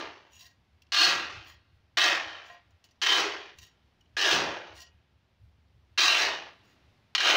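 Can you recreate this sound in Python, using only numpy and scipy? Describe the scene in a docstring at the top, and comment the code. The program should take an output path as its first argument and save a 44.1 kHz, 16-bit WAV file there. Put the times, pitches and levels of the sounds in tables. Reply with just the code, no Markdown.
"""A shovel clacks onto a walled concrete roof, rasps over it and dies in a dull crunch in sand and cement.
Sand then slides off the lifted blade; the parapet echoes, and light wind rumbles over a background hush.
Random grit impacts excite the steel blade's resonant modes; filtered grains make the sand and crunch.
Delays and decaying noise make the echoes; shaped noise makes the wind and the hush."""
import sys
import numpy as np
from scipy import signal
from scipy.fft import rfft, irfft, next_fast_len
from scipy.io import wavfile
from scipy.ndimage import uniform_filter1d, map_coordinates

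SR = 44100
rng = np.random.default_rng(int(sys.argv[2]) if len(sys.argv) > 2 else 0)


def bounce(signal):
    """Save signal as a 16-bit WAV file at the path given by the first command-line argument."""
    frames = np.transpose(np.atleast_2d(signal))
    limited = np.clip(frames, -1, 1)
    pcm = np.round(limited * 32767).astype(np.int16)
    wavfile.write(sys.argv[1], SR, pcm)


N = 324576
TIME = np.arange(N) / SR


def from_db(db):
    """Amplitude ratio: 20 dB is a factor of ten."""
    return 10 ** (np.asarray(db) / 20)


def rms(x):
    """Effective amplitude: the root of the mean power."""
    return np.sqrt(np.mean(x ** 2) + 1e-20)


def band(x, low_hz, high_hz):
    """Band limitation: a Butterworth filter passes the range between two frequencies."""
    sos = signal.butter(2, [low_hz, high_hz], "band", fs=SR, output="sos")
    return signal.sosfilt(sos, x + 1e-18)


def split(x, hz):
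    """Complementary filtering: the parts below and above a frequency sum to the whole."""
    below = signal.sosfiltfilt(signal.butter(3, hz, fs=SR, output="sos"), x)
    return below, x - below


def colour(x, spectrum):
    """Minimum-phase filtering: a causal filter with the given spectrum; white noise keeps its level."""
    size = 2 * next_fast_len(len(x) // 2 + 2048)
    hz, db = np.transpose(spectrum)
    bins_hz = np.arange(size // 2 + 1) * SR / size
    gain = from_db(np.interp(np.log(bins_hz + 1), np.log(hz), db))
    # folding the cepstrum onto positive times makes the filter causal
    cepstrum = irfft(np.log(gain / rms(gain)))
    cepstrum[1:size // 2] *= 2
    cepstrum[size // 2 + 1:] = 0
    return irfft(rfft(x, size) * np.exp(rfft(cepstrum)))[:len(x)]


def drift(t, rate):
    """Slow random modulation: straight lines join normal values of spread 1, drawn rate times a second."""
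    knots = rng.standard_normal(4096)
    return np.interp((t - t[0]) * rate, np.arange(len(knots)), knots)


def grains(t, per_s, spread_db):
    """Shot noise: clicks of random time, sign and size add up to a rough sound of rms 1."""
    sizes = from_db(spread_db * np.minimum(rng.exponential(1, len(t)), 5))
    signs = rng.choice([-1, 1], len(t))
    clicks = sizes * signs * (rng.random(len(t)) < per_s / SR)
    return clicks / rms(clicks)


def click(s, db):
    """Impulse excitation: one hard contact lasts a single sample."""
    return from_db(db) * signal.unit_impulse(N, int(s * SR))


def burst(s, db, t60):
    """Exponential decay: a contact breaks up into noise that falls 60 dB in t60 seconds."""
    out, start = np.zeros(N), int(s * SR)
    age = TIME[:min(N - start, SR // 5)]
    out[start:start + len(age)] = rng.standard_normal(len(age)) * from_db(db - 60 * age / t60)
    return out


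def swell(s, half_s):
    """Amplitude envelope: a flat-topped rise and fall, at half height half_s from its middle."""
    return 1 / (1 + np.abs((TIME - s) / half_s) ** 7)


def place(x, s):
    """Translation in time: a sound is set to start at a given moment."""
    return np.interp(np.arange(N) - int(s * SR), np.arange(len(x)), x, left=0, right=0)


def resonance(x, hz, width_hz):
    """Resonance: one damped mode, with gain 1 at its top."""
    radius, angle = np.exp(-np.pi * width_hz / SR), 2 * np.pi * hz / SR
    zeros = np.array([1, 0, -1]) * (1 - radius * radius) / 2
    poles = [1, -2 * radius * np.cos(angle), radius * radius]
    return signal.lfilter(zeros, poles, x + 1e-18)


def bend(x, share):
    """Frequency modulation by a moving time base: changing pressure on the edge bends a mode's pitch."""
    steps = np.arange(len(x))
    ahead = signal.lfilter([1], [1, -.9995], share * drift(steps / SR, rate=18))
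    return map_coordinates(x, [steps + ahead], order=2)


def floor_bounce(x, t, share):
    """Comb filtering: sound bounced between floor and blade returns ever later, so its notches sweep."""
    for first_s in rng.uniform([.0009, .0022], [.0015, .0036]):
        delay_s = first_s * (1 + .25 * t)
        x = x + share * np.interp(t - delay_s, t, x, left=0)
    return x


# Wind rumble on the microphone, before a small trim. Each row: time in seconds, level in dB.
WIND = [(0.0, -92), (0.04, -73), (1.56, -55.5), (1.64, -66), (3.5, -71), (3.62, -56), (3.76, -74),
        (4.48, -57), (4.64, -73.5), (4.74, -59.5), (5.38, -69.5), (5.44, -56.5), (6.14, -70.0), (6.26, -60),
        (6.38, -78.5), (6.54, -61), (6.64, -73.5), (7.34, -69)]
# Background hush, louder after the sixth stroke. Each row: time in seconds, level in dB.
HUSH = [(0, -71), (1.8, -72.5), (2.7, -71), (3.9, -70.5), (5.2, -73), (5.8, -72), (6.7, -65), (7.1, -68.5)]
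# Spectrum of the wind rumble. Each row: frequency in Hz, relative density in dB per Hz.
RUMBLE = [(20, -20.5), (45, -21), (62, -5.5), (73, 3.5), (86, -2.5), (100, -1.5), (130, -13), (200, -26),
          (500, -59.5)]
# Spectrum of the background hush. Each row: frequency in Hz, relative density in dB per Hz.
HUSH_SPECTRUM = [(60, -13.5), (120, -2), (260, -7), (450, -13), (770, -12.5), (1400, -17.5), (2000, -17),
                 (3400, -19.5), (5500, -26.5), (8000, -40), (16000, -44)]


def air():
    """Turbulence and steady noise: buffeting wind lies over a background hush whose level changes slowly."""
    rumble = colour(rng.standard_normal(N), RUMBLE)
    rumble /= np.sqrt(uniform_filter1d(rumble ** 2, size=6000))
    # quick swings of 4 dB spread around the wind's level
    wind_db = np.interp(TIME, *np.transpose(WIND)) + 4 * drift(TIME, rate=16) - 1.25
    hush_db = np.interp(TIME, *np.transpose(HUSH))
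    hush = from_db(hush_db) * colour(rng.standard_normal(N), HUSH_SPECTRUM)
    return from_db(wind_db) * rumble + hush


# Echoes off the parapet walls. Each row: delay in seconds, gain in dB.
WALLS = [(0.0125, -10.5), (0.03, -18.5), (.047, -9), (0.067, -19.5)]


def rooftop(x, far_db=-33, far_t60=1.286):
    """Reflection and reverberation: dull parapet slaps, then a faint long wash from the houses around."""
    dull = band(x, 130, 5800)
    slaps = sum(from_db(db) * np.interp(TIME - delay_s, TIME, dull, left=0) for delay_s, db in WALLS)
    age = TIME[:2 * SR]
    wash = band(rng.standard_normal(len(age)), 230, 4000) * from_db(-60 * age / far_t60)
    wash /= np.sqrt(np.sum(wash ** 2))
    return slaps + from_db(far_db) * signal.fftconvolve(dull, wash)[:N]


# Faint squeaks. Each row: start in seconds, length in seconds, mean pitch at the start in Hz,
# mean pitch at the end in Hz, peak level in dB.
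SQUEAKS = [(4.004, 0.02, 3147, 2764, -61), (4.834, .075, 3020, 2780, -63), (4.908, .035, 2630, 2376, -73.5)]


def squeaks():
    """Frequency modulation: short falling tones waver at random in pitch."""
    out = np.zeros(N)
    for s, length_s, start_hz, end_hz, db in SQUEAKS:
        where = (TIME > s) & (TIME < s + length_s)
        t = TIME[where]
        falling_hz = np.interp(t, [s, s + length_s], [start_hz, end_hz])
        hz = falling_hz * (1 + 0.017 * drift(t, rate=440))
        out[where] += from_db(db) * np.hanning(len(t)) * np.sin(2 * np.pi * np.cumsum(hz) / SR)
    return out


# Modes of the steel blade. Each row: frequency in Hz, width in Hz before the damping factor,
# relative drive in dB when pressed to the floor, relative drive in dB when lifted.
BLADE = [(380, 47, 6.5, -17.5), (505.7, 21, -1, -7.5), (700, 78, 7, 7.5), (846, 22, -4.5, -14.5),
         (1040, 71, -1.5, 3), (1167, 65, 3.5, -11), (1390, 28, 4.5, 1), (1638, 93, 5.5, 0),
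         (1890, 85, 1.5, 9), (2124, 26, 1.5, -4), (2398, 72, 0, 2.5), (2492, 81, 1, -8.5),
         (2750, 200, -0.5, 5), (2975, 65, -2.5, 4), (3074, 100, 1.5, -1.5), (3306.5, 38, 1.5, 8.5),
         (3775, 180, -0.5, -2.5), (4110, 120, -0.5, 2), (4440, 83, -0.5, 2.5), (4800, 58, -7.5, 3),
         (5390, 59, -2, -5.5), (5570, 160, -10, -0.5), (5900, 80, -5, -4.5), (6550, 80, 1.5, -4.5),
         (6740, 75, -8.5, 3.5), (9300, 130, -2, -2.5)]


def blade(force, lifted=False, damping=1, flex=None, wander_db=0):
    """Modal superposition: as the point of contact wanders, each mode is driven now more, now less."""
    out, t = 0, TIME[:len(force)]
    for hz, width_hz, pressed_db, lifted_db in BLADE:
        mode_db = lifted_db if lifted else pressed_db
        drive = from_db(mode_db + wander_db * drift(t, rate=22))
        ring = resonance(force * drive, hz, width_hz * damping)
        out = out + (ring if flex is None else bend(ring, flex))
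    return out


# Crumbs ticking on the lifted blade. Each row: time in seconds, relative drive in dB,
# 60 dB decay of the contact in seconds.
TICKS = [(0.4643, -41, 0.027), (.8204, -42.5, 0.032), (2.707, -54.5, .04), (2.841, -41, 0.091),
         (2.9098, -50, .05), (3.5858, -31, .03), (4.0104, -50, 0.022), (4.817, -32.5, 0.057)]
# Sand sliding off the blade, one swell per throw. Each row: time of the top in seconds,
# half length in seconds, relative drive in dB, top hiss at 14 to 16 kHz relative to the pour in dB.
POURS = [(.41, 0.08, -50.5, -8), (1.495, 0.044, -56.5, -4), (2.493, 0.055, -63, -16),
         (3.628, 0.049, -53.5, -12), (4.797, 0.043, -49.5, -26), (6.69, 0.054, -65.5, -10.5)]
# Spectrum of the sliding. Each row: frequency in Hz, relative density in dB per Hz.
SLIDE = [(300, -27.5), (1000, -14.5), (2000, -7.5), (4000, -3.5), (6000, -0.5), (8000, -10), (13000, -12.5),
         (15200, -2)]


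def sliding_sand():
    """Granular excitation: off the floor the blade rings under sliding sand and falling crumbs."""
    force = from_db(-12.0) * sum(burst(s, db, t60) for s, db, t60 in TICKS)
    top_hiss = 0
    t = TIME[:SR // 2]
    for s, half_s, db, top_hiss_db in POURS:
        trickle = grains(t, per_s=2400, spread_db=3.5) * from_db(2.4 * drift(t, rate=55))
        trickle = place(floor_bounce(trickle, t, share=0.38), s - t.mean())
        pour = from_db(db - 7.0) * swell(s, half_s) * trickle
        force = force + pour
        top_hiss = top_hiss + from_db(top_hiss_db) * pour
    ringing = blade(force, lifted=True, damping=0.75, wander_db=4.0)
    sliding = colour(from_db(-9.0) * force + from_db(4.5) * ringing, SLIDE)
    return sliding + band(top_hiss, 14000, 16000)


# Knocks of the loaded blade as it leaves the heap. Each row: time in seconds, relative drive in dB,
# low edge of the driven band in Hz.
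KNOCKS = [(0.469, -55, 1500), (1.499, -53, 1212), (2.499, -38.5, 600), (3.65, -62, 1510),
          (4.786, -45, 1004), (4.823, -56, 1500)]


def knocks():
    """Free vibration: a band-limited knock leaves the lightly damped blade ringing long."""
    force = sum(band(click(s, db), low_hz, 1900) for s, db, low_hz in KNOCKS)
    return from_db(41) * blade(force, lifted=True, damping=0.16)


# Small stones cracking under the blade. Each row: time in seconds, relative drive in dB.
STONES = [(1.069, -14), (1.088, -18), (1.111, -13), (1.124, -11), (2.129, -15.5), (3.184, -12),
          (4.313, -28.5), (6.083, -22), (6.103, -17.5), (6.288, -19)]
# Spectrum of the cracks. Each row: frequency in Hz, relative density in dB per Hz.
CRACK = [(150, -21), (400, -1.5), (1500, 15), (4000, 1), (6500, -3), (9000, -70), (15000, -30.5)]


def stones():
    """Impulse response: each stone gives a single dry snap."""
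    return from_db(8.0) * colour(sum(click(s, db) for s, db in STONES), CRACK)


# The blade landing or skipping on the floor. Each row: time in seconds, relative drive in dB,
# 60 dB decay of the contact in seconds, clang frequency in Hz.
LANDINGS = [(.920, -21, .034, 4300), (.932, -21.5, .04, 5900), (0.947, -17, .04, 4400),
            (1.971, -20, 0.094, 1700), (3.016, -23.5, 0.089, 4100), (3.037, -20, .03, 3100),
            (3.065, -17.5, .072, 3050), (4.167, -25, 0.086, 1750), (5.976, -23, 0.11, 2700),
            (6.036, -14.5, .03, 4000), (7.150, -10.5, .05, 4200), (7.180, -18, .06, 3000),
            (7.204, -17.5, 0.099, 1600), (7.244, -17, .03, 2950)]
# Spectrum of steel on concrete. Each row: frequency in Hz, relative density in dB per Hz.
RASP = [(150, -44), (240, -40), (320, -6), (450, -31), (800, -6.5), (1300, -1), (1800, 0.5), (3000, 0),
        (4300, -1), (6000, -4.5), (7500, -18.5), (10000, -30), (13500, -35.5), (15200, -22.5)]


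def landings():
    """Impact excitation: the edge clangs down on the concrete and sets off the pressed blade's modes."""
    force = 0
    for s, db, t60, clang_hz in LANDINGS:
        contact = burst(s, db, t60)
        force = force + contact + from_db(3.5) * resonance(contact, clang_hz, 290)
    clang = force + from_db(-1.0) * blade(force, wander_db=1.0)
    return from_db(-10.0) * colour(band(clang, 660, 16000), RASP)


# Spectrum of the heap's thud. Each row: frequency in Hz, relative density in dB per Hz.
THUD = [(50, -31), (110, -7), (150, 0), (230, -2), (400, -2.5), (1500, -56)]


def heap(t, meets_s):
    """Plastic yielding: the mass of sand gives way with a soft thud, at its height 0.055 s after contact."""
    pushed = np.maximum(t - meets_s, 0) / .055
    return pushed * np.exp(1 - pushed) * colour(grains(t, per_s=910, spread_db=0.0), THUD)


# Spectrum of the sand's crunch. 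Each row: frequency in Hz, relative density in dB per Hz.
CRUNCH = [(120, -28.5), (230, -19), (330, 1.5), (480, 4), (750, 2.5), (1100, 1), (1800, -6.5),
          (3500, -23.5), (8000, -69.5)]


def crunch(t, judder, scoop_hz, scoop_db):
    """Granular friction with cavity resonance: sand grinds in the hollow of the scoop, with some gravel."""
    sand = floor_bounce(grains(t, per_s=2000, spread_db=3.0) * judder, t, share=0.26)
    sand = colour(sand + from_db(scoop_db) * resonance(sand, scoop_hz, 130), CRUNCH)
    gravel = colour(grains(t, per_s=350, spread_db=-2.5), CRACK)
    return sand / rms(sand) + from_db(-8) * gravel


def steel_rasp(t, grit, load_db, rings, length_s):
    """Damping by load: grit drives the blade, piled sand muffles it, and it rings again as it lifts."""
    free = from_db(-.55 * np.clip(load_db + 15.0, 0, 18))
    lifting = from_db(-110 * np.maximum(length_s + 0.054 - t, 0))
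    steel = grit + from_db(4.0) * free * blade(grit, damping=0.87, flex=.003, wander_db=1.0)
    steel = steel + from_db(3) * lifting * blade(grit, lifted=True, damping=3.5, wander_db=2.5)
    low_hz, low_db, high_hz, high_db = rings
    biting = free * from_db(-45 * np.maximum(t - .12, 0))
    low_ring = from_db(low_db) * resonance(steel, low_hz, 170)
    high_ring = from_db(high_db) * resonance(steel, high_hz, 380)
    steel = steel + biting * (low_ring + high_ring)
    steel = colour(floor_bounce(steel, t, share=.15), RASP)
    # an even level in the middle band leaves the loudness to the stroke
    return steel / np.sqrt(uniform_filter1d(band(steel, 1000, 3500) ** 2, size=1500) + 1e-9)


STROKE_S = .8  # time computed for each stroke
FILL_S, FILL_DB = 0.071, 13.5  # sand builds up until this long after meeting the heap, by this much
DULL_S, DULL_DB = .22, 10.5  # the edge is buried this long after meeting the heap, duller by this much
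RELEASE_DB_PER_S = 243  # fall as the blade leaves the floor
UNEVEN_DB, UNEVEN_PER_S = 1.0, 28  # the push is never quite steady

# Shovel strokes; the blade's angle sets the scoop's hollow and the two rings that the biting edge favours.
# Each row: start in seconds, glide to the heap in seconds, length in seconds, rasp drive in dB,
# swell during the glide in dB, fade in the heap in dB per second, sand relative to rasp in dB,
# edge relative to rasp in dB before a trim, thud in dB, hollow in Hz, hollow in dB,
# lower ring in Hz, lower ring in dB, upper ring in Hz, upper ring in dB.
STROKES = [ (-.265, 0.11, 0.6, -24.5, 6, 98, -.5, .5, -48, 253, 2, 1207, 13, 4300, -3),
           (.921, 0.12, 0.61, -22.5, 11, 77, -11, 3, -51, 330.8, 0, 2887, 1.5, 4330, -0.5),
           (1.971, 0.083, 0.6, -22.5, 1.5, 77, -7.5, -1, -58.5, 693, -4, 1850, -4, 3100, -3.5),
           (3.018, 0.11, 0.48, -24, 8, 76, -5, 2, -57.5, 387.6, 4, 1663, -8.5, 3087, 1.5),
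           (4.168, 0.15, .57, -24.5, 9, 79.5, 0, 1, -41, 387, -1, 1680, -1, 2960, 0),
           (5.978, .24, .52, -25.5, 0, 103.5, -4, 2.5, -60, 663, -8, 2740, 2.5, 3970, -2.5),
           (7.152, .15, 0.49, -23, 23, 55, -2, 0.5, -59, 345, -14, 1270, -10, 2970, 7.5)]


def stroke(s, glide_s, length_s, top_db, swell_db, fade_db_per_s, sand_db, bright_db, thud_db,
           scoop_hz, scoop_db, *rings):
    """Sliding friction: the juddering edge rasps over concrete, then brakes and dulls in crunching sand."""
    t = TIME[:int(STROKE_S * SR)]
    in_heap_s = np.maximum(t - glide_s, 0)
    gate = np.minimum(t / .002, 1) * from_db(-RELEASE_DB_PER_S * np.maximum(t - length_s, 0))
    rasp_db = top_db - swell_db * np.maximum(1 - t / glide_s, 0) ** 2 - fade_db_per_s * in_heap_s
    rasp_db = rasp_db + UNEVEN_DB * drift(t, rate=UNEVEN_PER_S)
    load_db = sand_db - FILL_DB * np.maximum(1 - (t / (glide_s + FILL_S)) ** 2, 0)
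    edge_db = bright_db - DULL_DB * np.minimum(t / (glide_s + DULL_S), 1) ** 1.2
    judder = from_db(1.2 * drift(t, rate=130) + 2.1 * drift(t, rate=600))
    # the grit thins out from the start of each stroke
    per_s = 2200 + 11000 * from_db(-40 * t)
    grit = grains(t, per_s, spread_db=0.5) * judder
    body, edge = split(steel_rasp(t, grit, load_db, rings, length_s), 3550)
    edge = edge / rms(band(edge, 3600, 8000))
    # the highest hiss grows and fades faster than the rest of the scrape
    edge, fine = split(edge, 7400)
    edge = edge + fine * from_db(0.5 * np.clip(rasp_db + edge_db + 33.5, -30, 4))
    steel = from_db(-1.0) * body + from_db(edge_db - 4.0) * edge
    sand = from_db(load_db) * crunch(t, judder, scoop_hz, scoop_db)
    scrape = gate * from_db(rasp_db) * (steel + sand)
    return place(scrape + from_db(thud_db) * heap(t, glide_s), s)


def scene():
    """Superposition: the shovel, its echoes and the open air add up."""
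    shovel = squeaks() + sliding_sand() + knocks() + stones() + landings()
    shovel = shovel + sum(stroke(*row) for row in STROKES)
    return (air() + rooftop(shovel) + shovel)[None]


def record(dry):
    """Saturation and band limitation: tall peaks are rounded and the top is cut steeply at 15650 Hz."""
    rounded = dry / (1 + (dry / .33) ** 6) ** (1 / 6)
    return signal.sosfilt(signal.ellip(12, .2, 80, 15650, fs=SR, output="sos"), rounded)


dry = scene()
out = record(dry)
bounce(out)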